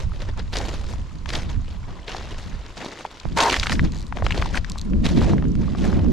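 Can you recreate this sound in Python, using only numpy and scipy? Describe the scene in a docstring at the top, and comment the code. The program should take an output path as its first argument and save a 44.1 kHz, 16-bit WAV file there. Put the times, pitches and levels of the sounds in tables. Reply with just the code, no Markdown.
"""Footsteps grind along a pebble bank beside a slow river: enveloped streams of tiny stone contacts.
One heavy step shoves a resonant heap of stones; loosened pebbles clack as short filtered clicks.
The river is a soft hiss of coloured noise with faint ripples. Wind noise buffets two microphone ports,
gusting towards the end; the same low noise gives one footstep its body.
A hand-held case bumps once and creaks in dry ticks."""
import sys
import numpy as np
from scipy import signal
from scipy.fft import rfft, irfft, next_fast_len
from scipy.io import wavfile
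from scipy.ndimage import uniform_filter1d, map_coordinates

SR = 44100
rng = np.random.default_rng(int(sys.argv[2]) if len(sys.argv) > 2 else 0)


def unload_audio(sound):
    """Save the sound as a 16-bit wav file, at the path given as the first command line argument."""
    columns = np.transpose(np.atleast_2d(sound))
    # keep every value between -1 and 1, then stretch to whole-number steps
    steps = np.round(np.clip(columns, -1, 1) * 32767)
    wavfile.write(sys.argv[1], SR, steps.astype(np.int16))


N = 269892  # length in samples

# Levels in the tables are cues; each layer adds its own trim. Left-right is the left level over the right.
# footsteps: [heel strike t/s, heel level/dB, sole delay/s, sole level/dB, time to settle by 20 dB/s,
#             deep stones re sole/dB, grit re sole and re heel/dB]
FOOTSTEPS = [(0.54, -35, 0.031, -36, 0.46, 0, -6.5), (1.338, -28.5, 0.019, -41.5, 0.21, 3.5, -8.5),
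             (2.088, -31.5, 0.043, -39.5, 0.81, -3.5, -12), (2.776, -36.5, 0.059, -38, 0.32, -0.5, -10.5),
             (3.379, -26, 0.049, -24, 0.31, -8.5, -5.5), (4.29, -40, 0.1, -34.5, 0.22, -2, -9.5),
             (5.052, -29, 0.19, -35.5, 0.13, -0.5, -8), (5.789, -40, 0.062, -38, 0.24, 4.5, -7.5)]
HEEL_ATTACK_S, HEEL_FALL_DB_PER_S = 0.013, 180
HEEL_DEEP_DB = -8  # relative to the heel, whose edge bites into the small stones on top
ROLL_SHARE = 0.62  # attack of the sole's swell as a share of the delay from heel to sole
# short shoe scuffs during and between the footfalls:
# [t/s, length/s, level/dB, deep stones re level/dB, grit re level/dB]
SHOE_SCUFFS = [(0.005, 0.032, -43, -0.5, -6.5), (0.14, .04, -51, -4, -6), (0.211, 0.033, -41, -1.5, -11),
               (0.289, 0.017, -41, 1, -16), (0.385, 0.021, -38, -1.5, -19), (0.615, 0.026, -38.5, 4.5, -15),
               (0.735, 0.042, -43.5, -15, -7), (0.895, 0.033, -47.5, 6, 3), (1.295, 0.022, -38, -5.5, -7),
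               (1.352, 0.025, -35.5, -13, -7), (1.497, 0.026, -43, -16, -10),
               (1.688, 0.083, -50.5, -4, -18), (1.88, .15, -50.5, 2, -17), (2.39, 0.081, -54, -21, 1.5),
               (2.52, 0.29, -55, -2.5, -21.5), (2.96, 0.094, -45, -8, -9), (3.11, 0.26, -50, -9, -9.5),
               (3.521, .035, -25.5, -6, -10), (3.635, 0.036, -41, -13, -6), (3.718, 0.016, -31, -5, 2),
               (3.849, 0.014, -36.5, -4, -10.5), (3.94, 0.052, -50, -3, -10),
               (4.171, 0.033, -44.5, 5.5, -8), (4.245, 0.02, -47, 5, 1), (4.547, 0.017, -32, -5, -9),
               (4.578, 0.011, -37, -3, -5), (4.675, 0.055, -47, -4, -9), (5.115, 0.025, -43, 6.5, -10),
               (5.276, 0.043, -36.5, 9.5, -12), (5.598, 0.26, -48.5, 0, -11), (5.96, 0.055, -46, 12, -11)]
SCUFF_ATTACK_S = 0.014
# stones that keep shifting under the walker's weight; deep and grit relative to the first level
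SHIFTING_DB, SHIFTING_DEEP_DB, SHIFTING_GRIT_DB, SHIFTING_SWING_DB = -59.5, -3.5, -9.5, 3
# colour of grinding stones: [f/Hz, level per Hz/dB]
GRAVEL_SPECTRUM = [(80, 4), (180, 7), (350, 6), (600, 3), (950, -6), (1250, -11), (2000, -9), (3700, -12.5),
                   (5000, -17), (6800, -20), (8200, -26), (12200, -37), (15500, -53)]
# how alike the stones sound left and right: [f/Hz, correlation]
STONES_CORRELATION = [(200, 1), (1000, 0.89), (4000, 0.86), (8000, 0.61), (14000, .45)]

# colour of the water: [f/Hz, level per Hz/dB]
RIVER_SPECTRUM = [(100, -16), (300, -21.5), (700, -32), (1000, -18), (1600, -30), (3000, -31),
                  (4700, -33.5), (7400, -38), (8500, -45), (12200, -55.5), (13300, -68), (15500, -78)]
# how alike the river sounds left and right: [f/Hz, correlation]
RIVER_CORRELATION = [(200, 1), (1000, 0.46), (5000, 0.53), (12000, 0.11)]

# strength of the wind on the microphone: [t/s, level/dB]
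BREEZE_LEVEL = [(0, -29), (1.0, -28.5), (1.1, -36.5), (1.4, -27.5), (1.85, -31.5), (2.05, -41.5),
                (2.33, -31.5), (2.47, -38), (2.7, -41.5), (2.92, -56), (3.18, -51), (3.3, -38),
                (3.55, -37.5), (3.8, -22.5), (4.05, -32), (4.45, -26.5), (4.7, -33.5), (5.0, -26.5),
                (6.12, -27)]
# the side that the wind strikes: [t/s, left-right/dB]
BREEZE_SIDE = [(0, -2), (1.6, -3.5), (2.8, 1), (3.5, -2), (4.4, 4.5), (4.65, 3), (5.3, 1), (6.12, -11)]
# large eddies that thump the ports: [t/s, level/dB, left-right/dB]
EDDY_THUMPS = [(0.059, -26, -8), (1.569, -23.5, -8), (1.92, -30.5, 1), (2.55, -28, -7.5), (3.268, -25, -3),
               (3.6, -26, -7), (4.234, -22.5, -6.5), (4.41, -21, -6), (4.58, -30, 15), (4.96, -27, 10),
               (5.07, -27, 3), (5.25, -25, -7), (6.01, -21, 3)]
THUMP_RISE_S, THUMP_HOLD_S, THUMP_FALL_DB_PER_S = 0.018, 0.013, 280
# low swells: gusts of wind, save the one near 2.77 s, which is the low body of the footstep there:
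# [peak t/s, rise/s, hold/s, level/dB]
LOW_SWELLS = [(0.565, 0.033, 0.03, -40), (0.946, 0.035, 0.015, -37.5), (1.136, 0.017, 0.023, -37.5),
              (1.526, 0.25, .07, -31), (1.902, 0.011, 0.014, -37.5), (2.133, .03, .04, -43),
              (2.472, .03, 0.018, -36), (2.774, .02, 0.038, -39.5), (3.26, 0.01, .12, -28.5),
              (3.774, 0.077, 0.092, -21), (3.924, 0.022, 0.033, -27.5), (4.239, 0.17, 0.36, -32),
              (4.712, 0.017, .01, -32), (4.959, .12, 0.093, -20.5), (5.167, 0.082, 0.22, -17.5),
              (5.462, 0.041, 0.22, -21), (5.868, 0.14, 0.11, -18.5), (6.062, 0.049, 0.068, -18)]
LOW_SWELL_FALL_DB_PER_S = 168
EDDIES_DB = -15.5  # small eddies between gusts, relative to the breeze
# colour of the large eddies: [f/Hz, level per Hz/dB]
BUFFET_SPECTRUM = [(6, -23), (14, -2.5), (42, -2), (75, -5), (116, -12.5), (220, -26), (400, -52),
                   (900, -91)]
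# colour of the low swells and the small eddies: [f/Hz, level per Hz/dB]
LOW_SWELL_SPECTRUM = [(40, -9.5), (95, -6), (140, 0.5), (185, 2), (300, -5.5), (400, -14.5), (520, -21),
                      (700, -30), (1300, -70), (3000, -95)]
# the ports' unequal answer to them: [f/Hz, left-right/dB]
PORT_BALANCE = [(60, 18), (110, 5), (200, -4.5), (380, -8.5), (700, 3)]
PORT_LAG_RAD, PORT_CORRELATION = 1.5, 0.92  # the left port trails by about a quarter cycle

# the loudest pebbles striking each other: [t/s, level/dB, pitch f/Hz, width/octaves, left-right/dB]
PEBBLE_CLACKS = [(0.1193, -29.5, 1140, 0.39, 3), (0.5348, -25, 3180, 0.64, 1), (0.5583, -19, 1610, 1.6, 3),
                 (0.5687, -16.5, 4200, 0.79, 1), (0.5856, -21, 5540, 0.54, 5), (0.603, -20, 820, 0.17, 2),
                 (0.9367, -32, 940, 0.31, 18), (2.6633, -31.5, 2980, 0.73, 2),
                 (3.1994, -30.5, 3730, 1.4, 11), (1.2588, -23.5, 1270, 2.2, 10),
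                 (1.2909, -20, 3270, 0.77, 1), (1.3037, -20.5, 2510, 0.63, 3), (1.3345, -19, 2200, 1.6, 2),
                 (1.338, -19, 1200, 2.2, 6), (1.3546, -14.5, 3550, 0.26, 1), (2.08, -21.5, 2400, 0.56, 2),
                 (2.1477, -16.5, 704, 0.62, 2), (3.0509, -13.5, 860, 0.36, 1), (3.3725, -16, 1100, 0.8, 0),
                 (3.3764, -14, 1400, 0.73, -4), (3.386, -12, 3240, 7.1, 2), (3.3893, -11, 930, 2, 2),
                 (3.4036, -8.5, 3300, 0.66, -4), (3.411, -13, 2800, 1.9, 3), (3.4826, -13, 1040, 0.45, -1),
                 (3.5, -12, 2620, 0.88, -8), (3.523, -17, 1900, 0.53, -7), (3.529, -13.5, 1090, 1.4, -1),
                 (3.5422, -7.5, 1940, 0.64, -5), (3.5666, -13, 2220, 1.1, -4),
                 (3.5979, -10, 4650, 0.43, -1), (3.6304, -12, 1930, 1.7, -2.5),
                 (3.635, -15.5, 2760, 1.7, 4), (3.659, -18, 1610, 0.42, 0), (3.669, -10.5, 1620, 1.3, -2),
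                 (3.6958, -11.5, 1360, 2.4, -1), (3.705, -19, 1720, 0.54, 1), (3.7204, -11, 1710, 0.53, 0),
                 (3.727, -16, 1650, 0.37, 3), (3.7944, -10, 1710, 0.45, 1.5), (4.1249, -17, 1100, 0.62, 7),
                 (4.171, -21.5, 795, 2.1, 13), (4.1863, -27, 1240, 0.68, 9), (4.2233, -13, 704, 0.77, 6.5),
                 (4.2652, -10.5, 1030, 2.2, 6), (4.3073, -14, 1950, 0.74, 6), (4.3225, -14, 2630, 0.44, 2),
                 (4.4229, -11.5, 1370, 0.74, 6), (4.4582, -18.5, 910, 0.23, 7),
                 (4.545, -18, 1540, 0.13, 14.5), (4.5737, -12.5, 1680, 1.2, 6.5),
                 (4.646, -23.5, 1840, 0.39, 12), (4.7574, -26, 940, 0.27, 3), (4.9348, -33, 1690, 0.59, 15),
                 (5.064, -15, 3080, 0.83, -3), (5.2165, -16, 880, 0.74, 1), (5.3346, -18, 870, 0.55, 5),
                 (5.3814, -24.5, 1720, 0.57, 2), (5.4247, -22, 805, 0.74, 4.5),
                 (5.553, -30.5, 1900, 2.3, 2), (5.6812, -28.5, 1150, 0.2, 7), (5.75, -23, 960, 0.67, 7),
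                 (5.9286, -22, 1180, 0.79, 10)]
# lesser pebbles that every step loosens: window, level relative to the sole, fall with delay, level scatter
LOOSE_WITHIN_S, LOOSE_DB, LOOSE_FALL_DB_PER_S, LOOSE_SPREAD_DB = 0.45, 8.5, 26, 2.3
# their typical pitch, its scatter, ring width in octaves, typical left-right place
LOOSE_HZ, LOOSE_OCTAVES, LOOSE_WIDTH, LOOSE_SIDE_DB = 1640, 0.67, 0.72, 7.5

# dry creaks of the case in the hand: [start t/s, ticks, gap/s, level/dB]
CASE_CREAKS = [(3.921, 1, .01, -31.5), (3.9468, 9, .01, -36.5), (4.067, 1, .01, -37),
               (4.6983, 2, .0205, -25), (4.7807, 2, .0146, -31), (4.7851, 2, .029, -26.5)]
# colour of one tick: [f/Hz, level per Hz/dB]
CASE_SPECTRUM = [(800, -16), (3200, -6), (4100, 7), (5500, -2.5), (7300, -0.5), (9000, -13.5), (12000, -23),
                 (15500, -49)]

# resonances of the hollows in the heap: [f/Hz, width/Hz, level/dB]
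HEAP_RESONANCES = [(312, 160, -19), (442, 150, -8.5), (560, 160, -5), (690, 190, -3.5), (930, 46, 10),
                   (1070, 43, 7), (1430, 290, 2)]
SHOVE_S, SHOVE_DB, SHOVE_ATTACK_S, SHOVE_HOLD_S, SHOVE_FALL_DB_PER_S = 3.374, -20, 0.0057, 0.111, 493

TOP_HZ = 15750  # band limit of the finished sound


def amp(db):
    """Amplitude gain for a level in dB."""
    return 10 ** (np.asarray(db) / 20)


def unit(x):
    """Scale to rms 1."""
    return x / np.sqrt(np.mean(x ** 2) + 1e-20)


def along(points, hz):
    """Interpolate (Hz, value) points on a log frequency axis."""
    f, values = np.transpose(points)
    return np.interp(np.log(hz + 1), np.log(f + 1), values)


def curves(rows):
    """One value per sample for each column after the time."""
    s, *columns = np.transpose(rows)
    return [np.interp(np.arange(N) / SR, s, column) for column in columns]


def wobble(rate):
    """A smooth random curve with rate knots a second."""
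    knots = rng.standard_normal(int(N * rate / SR) + 4)
    return map_coordinates(knots, [np.arange(N) * rate / SR])


def filtered(x, response):
    """Shape x with a response given as a function of frequency."""
    size = next_fast_len(N + SR // 2)
    hz = np.fft.rfftfreq(size, 1 / SR)
    return irfft(rfft(x, size) * response(hz), size)[..., :N]


def pan(db):
    """Left and right gains for a level difference."""
    return amp([[db / 2], [-db / 2]])


def stereo(pair, spectrum, alike):
    """Colour two unrelated signals and blend them as mid and side to a set left-right correlation, rms 1."""
    def mid_side_gains(hz):
        turn = np.arccos(np.clip(along(alike, hz), -1, 1)) / 2
        return amp(along(spectrum, hz)) * [np.cos(turn), np.sin(turn)]

    mid, side = filtered(pair, mid_side_gains)
    return unit(np.array([mid + side, mid - side]))


def swell(s, attack_s, hold_s, fall_db_per_s):
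    """An envelope that rises to 1 at s seconds, holds and dies away."""
    t = np.arange(N) / SR - s
    rise = np.exp(-(np.minimum(t, 0) / attack_s) ** 2)
    return rise * amp(-fall_db_per_s * np.maximum(t - hold_s, 0))


def impulse(gain):
    """The minimum-phase pulse of energy 1 with this gain spectrum, folded through the cepstrum."""
    cepstrum = irfft(np.log(gain + 1e-6))
    half = len(cepstrum) // 2
    folded = np.r_[cepstrum[0], 2 * cepstrum[1:half], np.zeros(half)]
    pulse = irfft(np.exp(rfft(folded)))
    return pulse / np.linalg.norm(pulse)


def add(out, s, sound):
    """Mix a short stereo sound in at s seconds."""
    part = out[:, round(s * SR):][:, :sound.shape[-1]]
    part += sound[..., :part.shape[1]]


def contacts(count, cycles, spread_db):
    """A stream of tiny stone contacts, each a short damped ring: as heard ahead, and from the side."""
    when, pitch, size, place = rng.random((count, 4)).T
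    hz = 250 * 56 ** pitch[:, None]
    t = np.arange(300) / SR
    rings = np.sin(2 * np.pi * hz * t) * np.exp(-hz * t / cycles) * np.sqrt(hz)
    strength = amp(-spread_db * np.log(size * 0.97 + 0.03)) * rng.choice([-1, 1], count)
    index = ((when * N).astype(int)[:, None] + np.arange(len(t))).ravel()
    streams = []
    for gain in (strength, strength * (2 * place - 1)):
        stream = np.bincount(index, (rings * gain[:, None]).ravel(), N)[:N]
        streams.append(unit(filtered(stream, np.sqrt)))  # tilt the sum towards white
    return np.array(streams)


def slips(count, spread_db, t60, creep):
    """Gain of stones that hold, then give way at once and settle, over a steady creep."""
    when, size = rng.random((count, 2)).T
    kicks = np.bincount((when * N).astype(int), amp(spread_db * size) ** 2, N)
    energy = signal.lfilter([1], [1, -amp(-120 / (t60 * SR))], kicks)
    return unit(np.sqrt(creep + energy / energy.mean()))


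def patchy(pair, patchy_db):
    """Ever new stones touch, so the colour keeps shifting in patches of time and frequency."""
    z = signal.stft(pair, nperseg=256)[2]
    field = rng.standard_normal(z.shape[1:])
    field = uniform_filter1d(field, size=4, axis=0)
    field = uniform_filter1d(field, size=8, axis=1)
    return signal.istft(z * amp(patchy_db * unit(field)), nperseg=256)[1][:, :N]


def tread():
    """How hard heel, rolling sole and scuffs work the deep stones, the middling ones and the grit."""
    pushes = []
    for s, length, db, deep_db, grit_db in SHOE_SCUFFS:
        # hold for half the length, then fade by 10 dB a length
        pushes.append((amp(db) * swell(s, SCUFF_ATTACK_S, length / 2, 10 / length), deep_db, grit_db))
    for s, heel_db, roll_s, sole_db, settle_s, deep_db, grit_db in FOOTSTEPS:
        heel = amp(heel_db) * swell(s, HEEL_ATTACK_S, 0, HEEL_FALL_DB_PER_S)
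        sole = amp(sole_db) * swell(s + roll_s, ROLL_SHARE * roll_s, 0, 20 / settle_s)
        pushes += [(heel, HEEL_DEEP_DB, grit_db), (sole, deep_db, grit_db)]
    shifting = amp(SHIFTING_DB + SHIFTING_SWING_DB * wobble(14))
    pushes.append((shifting, SHIFTING_DEEP_DB, SHIFTING_GRIT_DB))
    power = sum(np.outer(amp([deep_db, 0, grit_db]), force) ** 2 for force, deep_db, grit_db in pushes)
    return np.sqrt(power)


def crunch():
    """The shoe grinds stones of three sizes; they slip in jerks, each jerk a burst of the contact stream."""
    deep_force, middle_force, grit_force = tread()
    sand = amp(-3) * rng.standard_normal((2, N))
    small = contacts(count=16000, cycles=1.0, spread_db=1)
    large = amp(-7.0) * contacts(count=4000, cycles=2.6, spread_db=2.0)  # rings long enough for a pitch
    jerks = slips(count=800, spread_db=12.5, t60=0.04, creep=0.7)
    grinding = patchy(sand + small + large, patchy_db=1.5) * jerks
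    bed = stereo(grinding, GRAVEL_SPECTRUM, STONES_CORRELATION)

    def below(hz, edge_hz):
        return 1 / (1 + (hz / edge_hz) ** 6)

    deep = unit(filtered(bed, lambda hz: below(hz, 1630)))
    middle = unit(filtered(bed, lambda hz: below(hz, 5600) - below(hz, 894)))
    grit = unit(filtered(bed, lambda hz: 1 - below(hz, 4070)))
    layers = deep_force * amp(3) * deep
    layers += middle_force * amp(-2.5) * middle
    layers += grit_force * amp(-1.44) * grit
    return pan(0.7) * layers


def river():
    """The soft, even hiss of shallow water and leaves: noise, with faint ripples of damped rings."""
    ripples = amp(-3.5) * contacts(count=5000, cycles=4.8, spread_db=7.5)
    water = rng.standard_normal((2, N)) + ripples
    level = amp(-50.0 + 0.47 * wobble(2.6))
    return pan(1.0) * level * stereo(water, RIVER_SPECTRUM, RIVER_CORRELATION)


def wind_and_step_body():
    """Large eddies push both ports together, small ones flutter across; one step's low body shares their noise."""
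    ports = np.array([[0.5], [-0.5]])
    breeze_db = curves(BREEZE_LEVEL)[0] + curves(BREEZE_SIDE)[0] * ports

    thump_power = 0
    for s, db, side_db in EDDY_THUMPS:
        thump = swell(s, THUMP_RISE_S, THUMP_HOLD_S, THUMP_FALL_DB_PER_S)
        thump_power = thump_power + (amp(db) * pan(side_db) * thump) ** 2
    push = np.sqrt(thump_power + amp(breeze_db) ** 2)
    buffet = stereo(rng.standard_normal((2, N)), BUFFET_SPECTRUM, [(30, 0.92), (120, 0.37)])

    swell_power = sum((amp(db) * swell(s, rise, hold, LOW_SWELL_FALL_DB_PER_S)) ** 2
                      for s, rise, hold, db in LOW_SWELLS)
    swell_db = 10 * np.log10(swell_power + amp(breeze_db + EDDIES_DB) ** 2)
    # a shared flutter and a quicker one of each port's own
    flutter = amp(2.4 * wobble(24) + 1.0 * np.array([wobble(60), wobble(60)]))
    air = stereo(rng.standard_normal((2, N)), LOW_SWELL_SPECTRUM, [(200, PORT_CORRELATION)])

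    def port_response(hz):
        return amp(along(PORT_BALANCE, hz) * ports) * np.exp(-1j * PORT_LAG_RAD * ports)

    air = unit(filtered(air, port_response))
    slow = filtered(air, lambda hz: 1 / (1 + (hz / 270) ** 6))
    # a harder gust sheds faster eddies
    fast = (air - slow) * amp(0.5 * np.clip(swell_db + 19.0, -14, 3))
    return amp(2.18) * push * buffet + amp(swell_db) * flutter * (slow + fast)


def loosened(count):
    """Each step sets a few more pebbles rolling, later ones softer on average; rows as in PEBBLE_CLACKS."""
    rows = []
    for s, _, _, sole_db, *_ in FOOTSTEPS:
        delays = LOOSE_WITHIN_S * rng.random(count)
        scatter = np.clip(rng.standard_normal((count, 3)), -2, 2)
        for delay, (size, pitch, place) in zip(delays, scatter):
            db = sole_db + LOOSE_DB - LOOSE_FALL_DB_PER_S * delay + LOOSE_SPREAD_DB * size
            hz = LOOSE_HZ * 2 ** (LOOSE_OCTAVES * pitch)
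            rows.append((s + delay, db, hz, LOOSE_WIDTH, LOOSE_SIDE_DB + 4 * place))
    return rows


def clacks(level_db=13.5, chatter_db=5, chatter_t60=0.016, scatter_db=-15, scatter_t60=0.021,
           dull_hz=8000, hardness=2.83):
    """Two pebbles meet in a click of a few cycles; a glancing blow chatters, and stones around scatter it."""
    out, t = np.zeros((2, N)), np.arange(2048) / SR
    f = np.fft.rfftfreq(len(t), 1 / SR) + 1
    for s, db, hz, width, side_db in list(PEBBLE_CLACKS) + loosened(count=10):
        ring = 1 / (1 + (np.log2(f / hz) / width) ** 2) / (1 + (0.15 * hz / f) ** 2)
        # a large stone stays in touch longer, which dulls the click
        contact = 1 / (1 + (f / (hardness * hz)) ** 2) / (1 + (f / dull_hz) ** 5)
        chatter = rng.standard_normal(len(t)) * amp(-60 * t / chatter_t60)
        chatter *= amp(chatter_db) * width * np.sqrt(hz / 2000) / np.linalg.norm(chatter)
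        chatter[0] += 1  # the first blow
        scatter = rng.standard_normal((2, len(t))) * amp(-60 * t / scatter_t60)
        blows = chatter / np.linalg.norm(chatter)
        blows = blows + amp(scatter_db) * scatter / np.linalg.norm(scatter[0])
        sound = signal.fftconvolve(impulse(ring * contact)[None], blows, axes=1)[:, :len(t)]
        add(out, s, amp(db + level_db) * pan(side_db) * sound / np.linalg.norm(sound.mean(0)))
    return out


def handling(bump_s=3.254, bump_db=-19.5, bump_hz=130, bump_t60=0.03):
    """The grip shifts: one dull bump near the right port, then the case sticks and slips in ticks."""
    out, t = np.zeros((2, N)), np.arange(2048) / SR
    thud = np.sin(2 * np.pi * bump_hz * t) * amp(-60 * t / bump_t60)
    tap = np.sin(2 * np.pi * 620 * t) * amp(7.5 - 60 * t / 0.0038)
    onset = 1 - np.exp(-t / 0.00017)
    add(out, bump_s, amp(bump_db) * pan(-14.0) * (thud + tap) * onset)

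    tick = impulse(amp(along(CASE_SPECTRUM, np.fft.rfftfreq(len(t), 1 / SR))))
    for start, ticks, gap, db in CASE_CREAKS:
        for k in range(round(ticks)):
            slip = rng.standard_normal(len(t)) * amp(-60 * t / 0.0063)
            sound = signal.fftconvolve(tick, slip)[:len(t)]
            add(out, start + k * gap, amp(db + 15) * pan(3.2) * sound / np.linalg.norm(sound))
    return out


def heap():
    """A heap of large stones gives way and rattles in the resonant hollows between them."""
    def hollows(f):
        total = 0
        for k, (centre, width, db) in enumerate(HEAP_RESONANCES):
            damping = 1j * f * width
            # neighbours alternate in sign
            total = total + (-1) ** k * amp(db) * damping / (centre * centre - f * f + damping)
        return total

    grinding = contacts(count=16000, cycles=0.61, spread_db=2.5) + rng.standard_normal((2, N))
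    rattle = stereo(grinding, GRAVEL_SPECTRUM, STONES_CORRELATION)
    shove = swell(SHOVE_S, SHOVE_ATTACK_S, SHOVE_HOLD_S, SHOVE_FALL_DB_PER_S)
    return amp(SHOVE_DB) * shove * unit(filtered(rattle, hollows))


def scene():
    """Steps, water, wind with one step's low body, loose stones, the hand on the case and the shoved heap."""
    return crunch() + river() + wind_and_step_body() + clacks() + handling() + heap()


def record(dry):
    """Soft saturation rounds off the highest peaks, then a steep filter cuts all above the band limit."""
    rounded = dry / (1 + np.abs(dry / 0.62) ** 6) ** (1 / 6)
    return filtered(rounded, lambda hz: hz < TOP_HZ)


dry = scene()
out = record(dry)
unload_audio(out)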